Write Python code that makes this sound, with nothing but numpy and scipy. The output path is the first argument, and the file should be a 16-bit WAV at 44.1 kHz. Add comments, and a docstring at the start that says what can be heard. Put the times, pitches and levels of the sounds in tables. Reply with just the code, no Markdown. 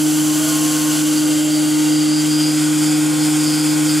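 """A large milling machine runs a two-flute cutter along a metal beam in a factory hall.
From the start the spindle hums at its turning and tooth rates, the drives whine, and air and chips
hiss at the cutter. After a second the beam starts to chatter, one short squeal per turn, and the
microphone is raised slowly, changing the colour of the hiss. The air jet's whistles and a faint
wavering tone fade before two seconds; hum, squeal and hiss carry on over the noise of the hall."""
import sys
import numpy as np
from scipy import signal
from scipy.fft import rfft, irfft
from scipy.io import wavfile

SR = 44100
rng = np.random.default_rng(int(sys.argv[2]) if len(sys.argv) > 2 else 0)


def wav_out(sig):
    """Save sig, one row per channel (or a flat mono array), as 16-bit PCM at SR to the path in sys.argv[1]."""
    wavfile.write(sys.argv[1], SR, np.round(np.clip(np.atleast_2d(sig).T, -1, 1) * 32767).astype(np.int16))


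N = 176400
TIME = np.arange(N) / SR
BIN_HZ = np.maximum(np.arange(N // 2 + 1) * SR / N, 1)


# The body of the hum. Each row: time in seconds, turning-rate and tooth-rate levels in relative dB.
HUM = [(0.05, -27.5, -16.5), (0.44, -29, -18), (1.06, -29, -18), (1.15, -31, -16.5), (1.95, -26.5, -16.5),
       (2.05, -28, -16), (2.15, -25.5, -17), (3.88, -25.5, -17), (3.9, -25.5, -16.5)]
# Quiet partials above it. Each row: multiple of the turning rate, level in dB.
OVERTONES = [(3, -52), (4, -47.5), (5, -51), (6, -48), (8, -50.5)]
# The seventh partial swells early on. Each row: time in seconds, level in dB.
SEVENTH_SWELL = [(0, -75), (.3, -37.5), (.42, -45), (.53, -33.5), (.64, -37.5), (.75, -36), (.9, -36.5),
                 (1.03, -49), (2.1, -55), (2.8, -45.5), (4, -46)]
# The 28th partial whines in late surges. Each row: time in seconds, level in dB.
WHINE_SURGES = [(0, -58), (2.35, -62), (2.55, -40), (2.8, -48), (3.05, -47), (3.25, -36), (3.36, -53),
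                (3.5, -41), (3.72, -42), (3.85, -48), (4, -40)]

def spindle(turns):
    """The spindle hums at its turning rate, the tooth rate (two flutes a turn) and their multiples."""
    turn_db, tooth_db = in_time(HUM)
    turning = tone(turns, turn_db - 1.5, waver_db=-0.02)
    teeth = tone(2 * turns, tooth_db + 0.5, waver_db=-0.02)
    overtones = sum(tone(multiple * turns, db) for multiple, db in OVERTONES)
    seventh = tone(7 * turns, curve(SEVENTH_SWELL), waver_db=1)
    whine = tone(28 * turns, curve(WHINE_SURGES), waver_db=1)
    return turning + teeth + overtones + seventh + whine


# The beam's two modes shift as the cutter travels. Each row: time in seconds, pitch in Hz.
LOWER_PITCH = [(1.1, 4570), (1.9, 4600), (2.3, 4530), (3.9, 4550)]
UPPER_PITCH = [(1.1, 4850), (2.45, 4875), (2.6, 4960), (2.85, 4935), (3.2, 4990), (3.45, 4945), (4, 4945)]
# Squeals ring longer where the chatter is strongest. 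Each row: time in seconds, ring time in seconds.
LOWER_RING = [(1.1, .001), (2.4, .0015), (4, .0012)]
UPPER_RING = [(1.1, .0011), (2, .0011), (2.45, .0016), (2.7, .0009), (4, .0009)]
# Each mode flares and drops out. Each row: time in seconds, level in relative dB.
LOWER_FLARES = [(1.09, -47.5), (1.16, -33.0), (1.38, -41.5), (1.48, -41), (1.51, -32.0), (1.7, -34.0),
                (1.73, -40.5), (2.03, -32.5), (2.2, -34.0), (2.25, -45.5), (2.33, -34.5), (2.39, -49.0),
                (2.41, -35.5), (2.5, -38.0), (2.53, -48.0), (2.68, -40.0), (2.7, -49.0), (2.77, -49),
                (2.81, -36.0), (2.95, -40.5), (2.96, -47.0), (3.23, -39.0), (3.33, -49.0), (3.44, -32.5),
                (3.8, -40.5), (3.83, -49.0), (3.89, -33.5), (3.99, -39.5)]
UPPER_FLARES = [(1.04, -49.0), (1.14, -49.0), (1.16, -38.5), (1.38, -40.0), (1.4, -47.0), (1.45, -40),
                (1.49, -49.0), (1.56, -36.5), (1.63, -48.5), (1.89, -49.0), (1.91, -40.0), (2.0, -34.0),
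                (2.06, -41.0), (2.09, -35.0), (2.2, -32.5), (2.26, -42.5), (2.31, -32.0), (2.41, -30.0),
                (2.66, -36.5), (2.7, -49.0), (2.74, -49.0), (2.76, -39.5), (2.86, -33), (2.95, -34.5),
                (3.06, -49.0), (3.23, -32.5), (3.38, -40.5), (3.4, -32.5), (3.74, -34.5), (3.78, -49.0),
                (3.83, -49.0), (3.84, -42.0), (3.9, -30.5), (3.99, -39.5)]

def chatter(turns, turn_hz):
    """Once the cutter bites, two neighbouring modes of the beam swell and break off."""
    start_s, onset_s = 1, 0.1
    lower = from_db(-1.5) * squeal(turns, turn_hz, LOWER_PITCH, LOWER_RING, LOWER_FLARES)
    upper = from_db(1.2) * squeal(turns, turn_hz, UPPER_PITCH, UPPER_RING, UPPER_FLARES)
    fade_in = np.clip((TIME - start_s) / onset_s, 0, 1)
    return fade_in * (lower - upper)   # neighbouring modes swing in opposite phase


def squeal(turns, turn_hz, pitch, ring, flares):
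    """One mode of the beam, kicked unevenly once a turn; most of the ring slips in phase each turn."""
    bite_spread_db, flutter_db, slip_cycles_per_turn = 1.3, 1.5, 0.83
    radiating_band_hz = [4370, 5440]
    turn = turns.astype(int)
    age_s = turns % 1 / turn_hz
    ring_s = curve(ring)
    bite = from_db(bite_spread_db * rng.standard_normal(N)[turn] + flutter_db * drift(28))
    burst = bite * age_s * np.exp(-age_s / ring_s) / ring_s ** 1.5   # a longer ring adds no energy
    cycles = curve(pitch) * age_s
    slipping = np.sin(2 * np.pi * (cycles + slip_cycles_per_turn * turn + 0.055 * drift(10)))
    locked = np.sin(2 * np.pi * (cycles + 0.17 * drift(13)))
    band = signal.butter(3, radiating_band_hz, "band", fs=SR, output="sos")
    radiated = signal.sosfilt(band, burst * (slipping + 0.2 * locked))
    return from_db(curve(flares)) * rms_one(radiated)


# Slapback on the squeal. 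Each row: delay in seconds, level in dB, left over right in dB.
ECHOES = [(.0132, -24.5, 23), (.033, -56, -3)]

def echoed(direct):
    """The direct sound plus its reflections from the machine and the hall."""
    sides = np.array([[.5], [-.5]])
    return direct + sum(np.interp(TIME - delay_s, TIME, direct, left=0) * from_db(db + pan_db * sides)
                        for delay_s, db, pan_db in ECHOES)


# The ride on the hiss. Each row: time in seconds, level in relative dB, brightness (higher is brighter).
HISS_RIDE = [(0.04, -29.5, 4), (0.08, -29, 1), (0.43, -28, 4), (0.44, -27.5, 5), (0.98, -27.5, -0.5),
             (1.69, -27, -8), (1.77, -26, -8), (2.14, -27.5, -16), (2.24, -26.5, -10.5), (3.91, -26, -6),
             (3.95, -25.5, -7)]
# The microphone's rise. Each row: time in seconds, position (0 by the table, 1 rising, 2 at the head).
MIC_POSITION = [(.95, 0), (1.4, 1), (2.05, 1), (2.7, 2)]
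# The colour of the hiss at those positions. Each row: frequency in Hz, density in relative dB.
HISS_BY_TABLE = [(600.0, -20), (1000.0, -11), (1120.0, -3.5), (1320.0, -5.5), (1480.0, 0.5), (1630.0, -8.5),
                 (1880.0, -11.5), (2210.0, -5), (2400.0, -9.5), (3110.0, 1), (3840.0, -11), (4030.0, -4),
                 (4450.0, -2.5), (4820.0, -3.5), (5140.0, -8), (6250.0, 1), (6670.0, -2.5), (7590.0, 1.5),
                 (8650.0, -4.5), (9080.0, -4), (9840.0, -7.5), (10170.0, -3), (11030.0, -11.5),
                 (11770.0, -10.5), (14290.0, -14), (15010.0, -20.5), (15500.0, -23)]
HISS_RISING = [(600, -19), (1000, -13), (1100, -7), (1280, -6.5), (1500, -2), (1760, -10), (2070, -4),
               (2480, -7.5), (2690, -10), (2780, 2.5), (2920, -3.0), (3110, 2), (3660, -7.5), (4370, -3.5),
               (5580, -6.5), (5760, -4), (6560, -2), (7470, -2), (8100, -3.5), (8370, -0.5), (9080, -5),
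               (10000, -4.5), (12970, -13.5), (13390, -11), (14530, -17.0), (15250, -23.5), (15500, -21)]
HISS_AT_HEAD = [(600.0, -20.5), (1000.0, -4.5), (1200.0, -6), (1500.0, -1), (1790.0, -10), (2010.0, -3.5),
                (2210.0, -4.5), (2360.0, -1.5), (2920.0, -8), (3160.0, 1), (3490.0, -1.5), (3660.0, -7.5),
                (4170.0, -10.5), (4370.0, -12), (4590.0, -5), (5140.0, -3.5), (6150.0, -7), (7000.0, 1),
                (8230.0, -3.5), (8510.0, 3), (9380.0, -6), (10000.0, -3.5), (11030.0, -9.5), (12760.0, -12),
                (14060.0, -12), (15010.0, -19), (15500.0, -25)]
# Its stereo width. Each row: frequency in Hz, side against mid in dB.
HISS_WIDTH = [(700, 4), (1300, -17), (2400, -23.5), (4400, -37), (8000, -20.5), (11000, -19.5),
              (13000, -49)]

def hiss():
    """Air and chips hiss at the cutter, changing colour as the microphone passes three positions."""
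    treble_hz, flicker_db = 9600, 0.64
    level_db, brightness = in_time(HISS_RIDE)
    position = curve(MIC_POSITION)
    air = 0
    for spot, (colour, db) in enumerate([(HISS_BY_TABLE, 4.5), (HISS_RISING, 2), (HISS_AT_HEAD, 2)]):
        crossfade = np.sqrt(np.clip(1 - abs(position - spot), 0, 1))
        air += crossfade * from_db(db) * noise(rippled(colour), per_bin(HISS_WIDTH))
    treble = irfft(rfft(air) / (1 + (treble_hz / BIN_HZ) ** 10), N)
    treble_db = 0.36 * (brightness - brightness.mean())
    air = air - treble + treble * from_db(treble_db)
    return air * from_db(level_db + flicker_db * drift(13))


def rippled(colour, depth_db=1.4, spacing_hz=170):
    """A spectrum with the fine, irregular peaks and dips that nearby surfaces give it."""
    hz = np.arange(0, SR / 2, spacing_hz)
    return per_bin(colour) + depth_db * np.interp(BIN_HZ, hz, rng.standard_normal(len(hz)))


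# Breathy whistles. Each row: centre in Hz, half-width in Hz, level in relative dB.
WHISTLES = [(2760, 70, -42), (3090, 35, -41), (7440, 260, -33), (7526, 10, -41), (10056, 45, -43)]
# They swell and sink together. Each row: time in seconds, gain in dB.
WHISTLE_SWELL = [(0, -9), (.3, -6), (.5, -1), (.95, -5), (1.2, -10), (1.45, 0), (1.7, -28)]

def whistles():
    """The air jet sings in a few narrow resonances as the cutter nears the beam's edge."""
    bands = sum(resonance(hz, half_width_hz, db, HISS_WIDTH) for hz, half_width_hz, db in WHISTLES)
    return from_db(curve(WHISTLE_SWELL)) * bands


# A bed of pump and drive tones. Each row: pitch in Hz, level in relative dB.
PUMP_TONES = [(415.3, -60.5), (498.5, -50), (748, -52), (803, -61), (830.9, -50.5), (942, -60.5),
              (1440.3, -53), (1468, -51.5), (1579, -53.5), (1884, -55)]
# They swell as the microphone crosses the hall's standing waves. 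Each row: time in seconds, gain in dB.
PUMP_SWELL = [(0, 1.5), (.7, 5.5), (1.4, 3.5), (2.05, 1.5), (2.5, 2.5), (3.05, 6), (4, 5)]

def drives():
    """The pumps hold steady pitches under the high, even whine of the drives."""
    whine_hz = 7526
    pumps = sum(tone(hz * TIME, db + curve(PUMP_SWELL)) for hz, db in PUMP_TONES)
    return pumps + tone(whine_hz * TIME, level_db=-40, waver_db=0)


# The path of a faint tone. Each row: time in seconds, pitch in Hz.
WAVERING_PITCH = [(0, 655), (.3, 630), (.52, 655), (.62, 705), (.8, 695), (1.0, 655), (1.2, 605)]

def wavering_tone():
    """A faint, rough tone wanders in pitch by the table, then fades away."""
    jitter_hz, flicker_db, end_s, fade_s = 12, 2.5, 1.8, 0.3
    cycles = np.cumsum(curve(WAVERING_PITCH) + jitter_hz * drift(18)) / SR
    fade_out = np.clip((end_s - TIME) / fade_s, 0, 1)
    return tone(cycles, level_db=-43.5 + flicker_db * drift(14)) * fade_out


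# The colours of the machinery bed and the rumble. Each row: frequency in Hz, density in relative dB.
HALL_COLOUR = [(25, -48), (55, -39), (90, -17), (125, -1), (152, 1), (190, -2.5), (235, -2), (280, 9.5),
               (305, 12), (335, 4.5), (400, -3.5), (500, -0.5), (560, -5.5), (650, -8), (760, -8),
               (900, -9), (1100, -15.5), (2000, -50)]
RUMBLE_COLOUR = [(20, -15), (45, -13), (90, 40), (200, -29)]
# The hall's stereo width. Each row: frequency in Hz, side against mid in dB.
HALL_WIDTH = [(60, -4), (150, -18), (300, -3), (600, -12.5), (1200, -36)]
# The rumble peaks while the microphone is moved. Each row: time in seconds, level in dB.
RUMBLE_RIDE = [(0, -63), (.8, -61), (1.15, -62), (1.45, -55), (1.68, -66), (2.03, -58), (2.25, -80),
               (4, -80)]

def hall():
    """Diffuse machinery noise and uneven rumble, with a drone that is higher in front of the head."""
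    rumble_swing_db, move_start_s, move_end_s = 6, 1, 2.66
    rumble_db = curve(RUMBLE_RIDE) + rumble_swing_db * drift(8)
    rumble = from_db(rumble_db) * noise(per_bin(RUMBLE_COLOUR), side_db=-41)
    machinery = from_db(-31.5) * noise(per_bin(HALL_COLOUR), per_bin(HALL_WIDTH))
    by_table = resonance(hz=646, half_width_hz=40, db=-46, stereo_width=HALL_WIDTH)
    at_head = resonance(hz=744, half_width_hz=77, db=-45, stereo_width=HALL_WIDTH)
    moved = np.clip((TIME - move_start_s) / (move_end_s - move_start_s), 0, 1)
    drone = np.sqrt(1 - moved) * by_table + np.sqrt(moved) * at_head
    return machinery + drone + rumble


def tone(cycles, level_db, waver_db=2.93):
    """A sine whose level wavers slowly."""
    gain = np.sqrt(2) * from_db(level_db + waver_db * drift(3.9))
    return gain * np.sin(2 * np.pi * (cycles + rng.random()))


def resonance(hz, half_width_hz, db, stereo_width):
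    """Stereo noise in one resonant band."""
    peak_db = -10 * np.log10(1 + ((BIN_HZ - hz) / half_width_hz) ** 4)
    return from_db(db) * noise(peak_db, per_bin(stereo_width))


def noise(colour_db, side_db):
    """Stereo noise of a given colour and width, rms 1."""
    mid, side = rfft(rng.standard_normal((2, N))) * from_db(colour_db)
    return rms_one(irfft(mid + from_db(side_db) * side * np.array([[1], [-1]]), N))


def drift(rate_hz):
    """Slow random motion, rms 1."""
    return rms_one(irfft(rfft(rng.standard_normal(N)) / (1 + (BIN_HZ / rate_hz) ** 2), N))


def in_time(rows):
    """Each value column of a time table at every sample."""
    seconds, *columns = np.transpose(rows)
    return [np.interp(TIME, seconds, column) for column in columns]


def curve(rows):
    """A time table's first value column at every sample."""
    return in_time(rows)[0]


def per_bin(rows):
    """A table over frequency, read on a log axis."""
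    hz, value = np.transpose(rows)
    return np.interp(np.log(BIN_HZ), np.log(hz), value)


def from_db(db):
    """Decibels to gain."""
    return 10 ** (np.asarray(db) / 20)


def rms_one(x):
    """Scale to unit power."""
    return x / np.sqrt(np.mean(x ** 2) + 1e-20)


# The cutter's nearly steady pace. Each row: time in seconds, tooth passes per second.
TOOTH_RATE = [(0.1, 305.4), (1.2, 304.6), (3.8, 304.6)]

def scene():
    """The spindle's speed drives both hum and chatter; air, drives and hall fill in around them."""
    turn_hz = curve(TOOTH_RATE) / 2
    turns = np.cumsum(turn_hz) / SR
    machine = spindle(turns) + drives() + echoed(chatter(turns, turn_hz))
    return machine + hiss() + whistles() + wavering_tone() + hall()


# A phase skew that spreads the lows. Each row: frequency in Hz, left microphone's lead in radians.
MIC_PHASE = [(40, -0.17), (152, -0.42), (305, -.63), (520, -0.47), (1200, -0.57), (2240, 0.0055)]

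def record(dry):
    """Two close microphones hear the lows slightly out of phase; the top is cut steeply."""
    cutoff_hz = 15700
    skew = np.exp(.5j * per_bin(MIC_PHASE) * np.array([[1], [-1]]))
    response = skew / np.sqrt(1 + (BIN_HZ / cutoff_hz) ** 300)
    padded = np.pad(dry, ((0, 0), (0, N)))
    padded_response = np.repeat(response, 2, axis=1)[:, :N + 1]
    return irfft(rfft(padded) * padded_response)[:, :N]


dry = scene()
out = record(dry)
wav_out(out)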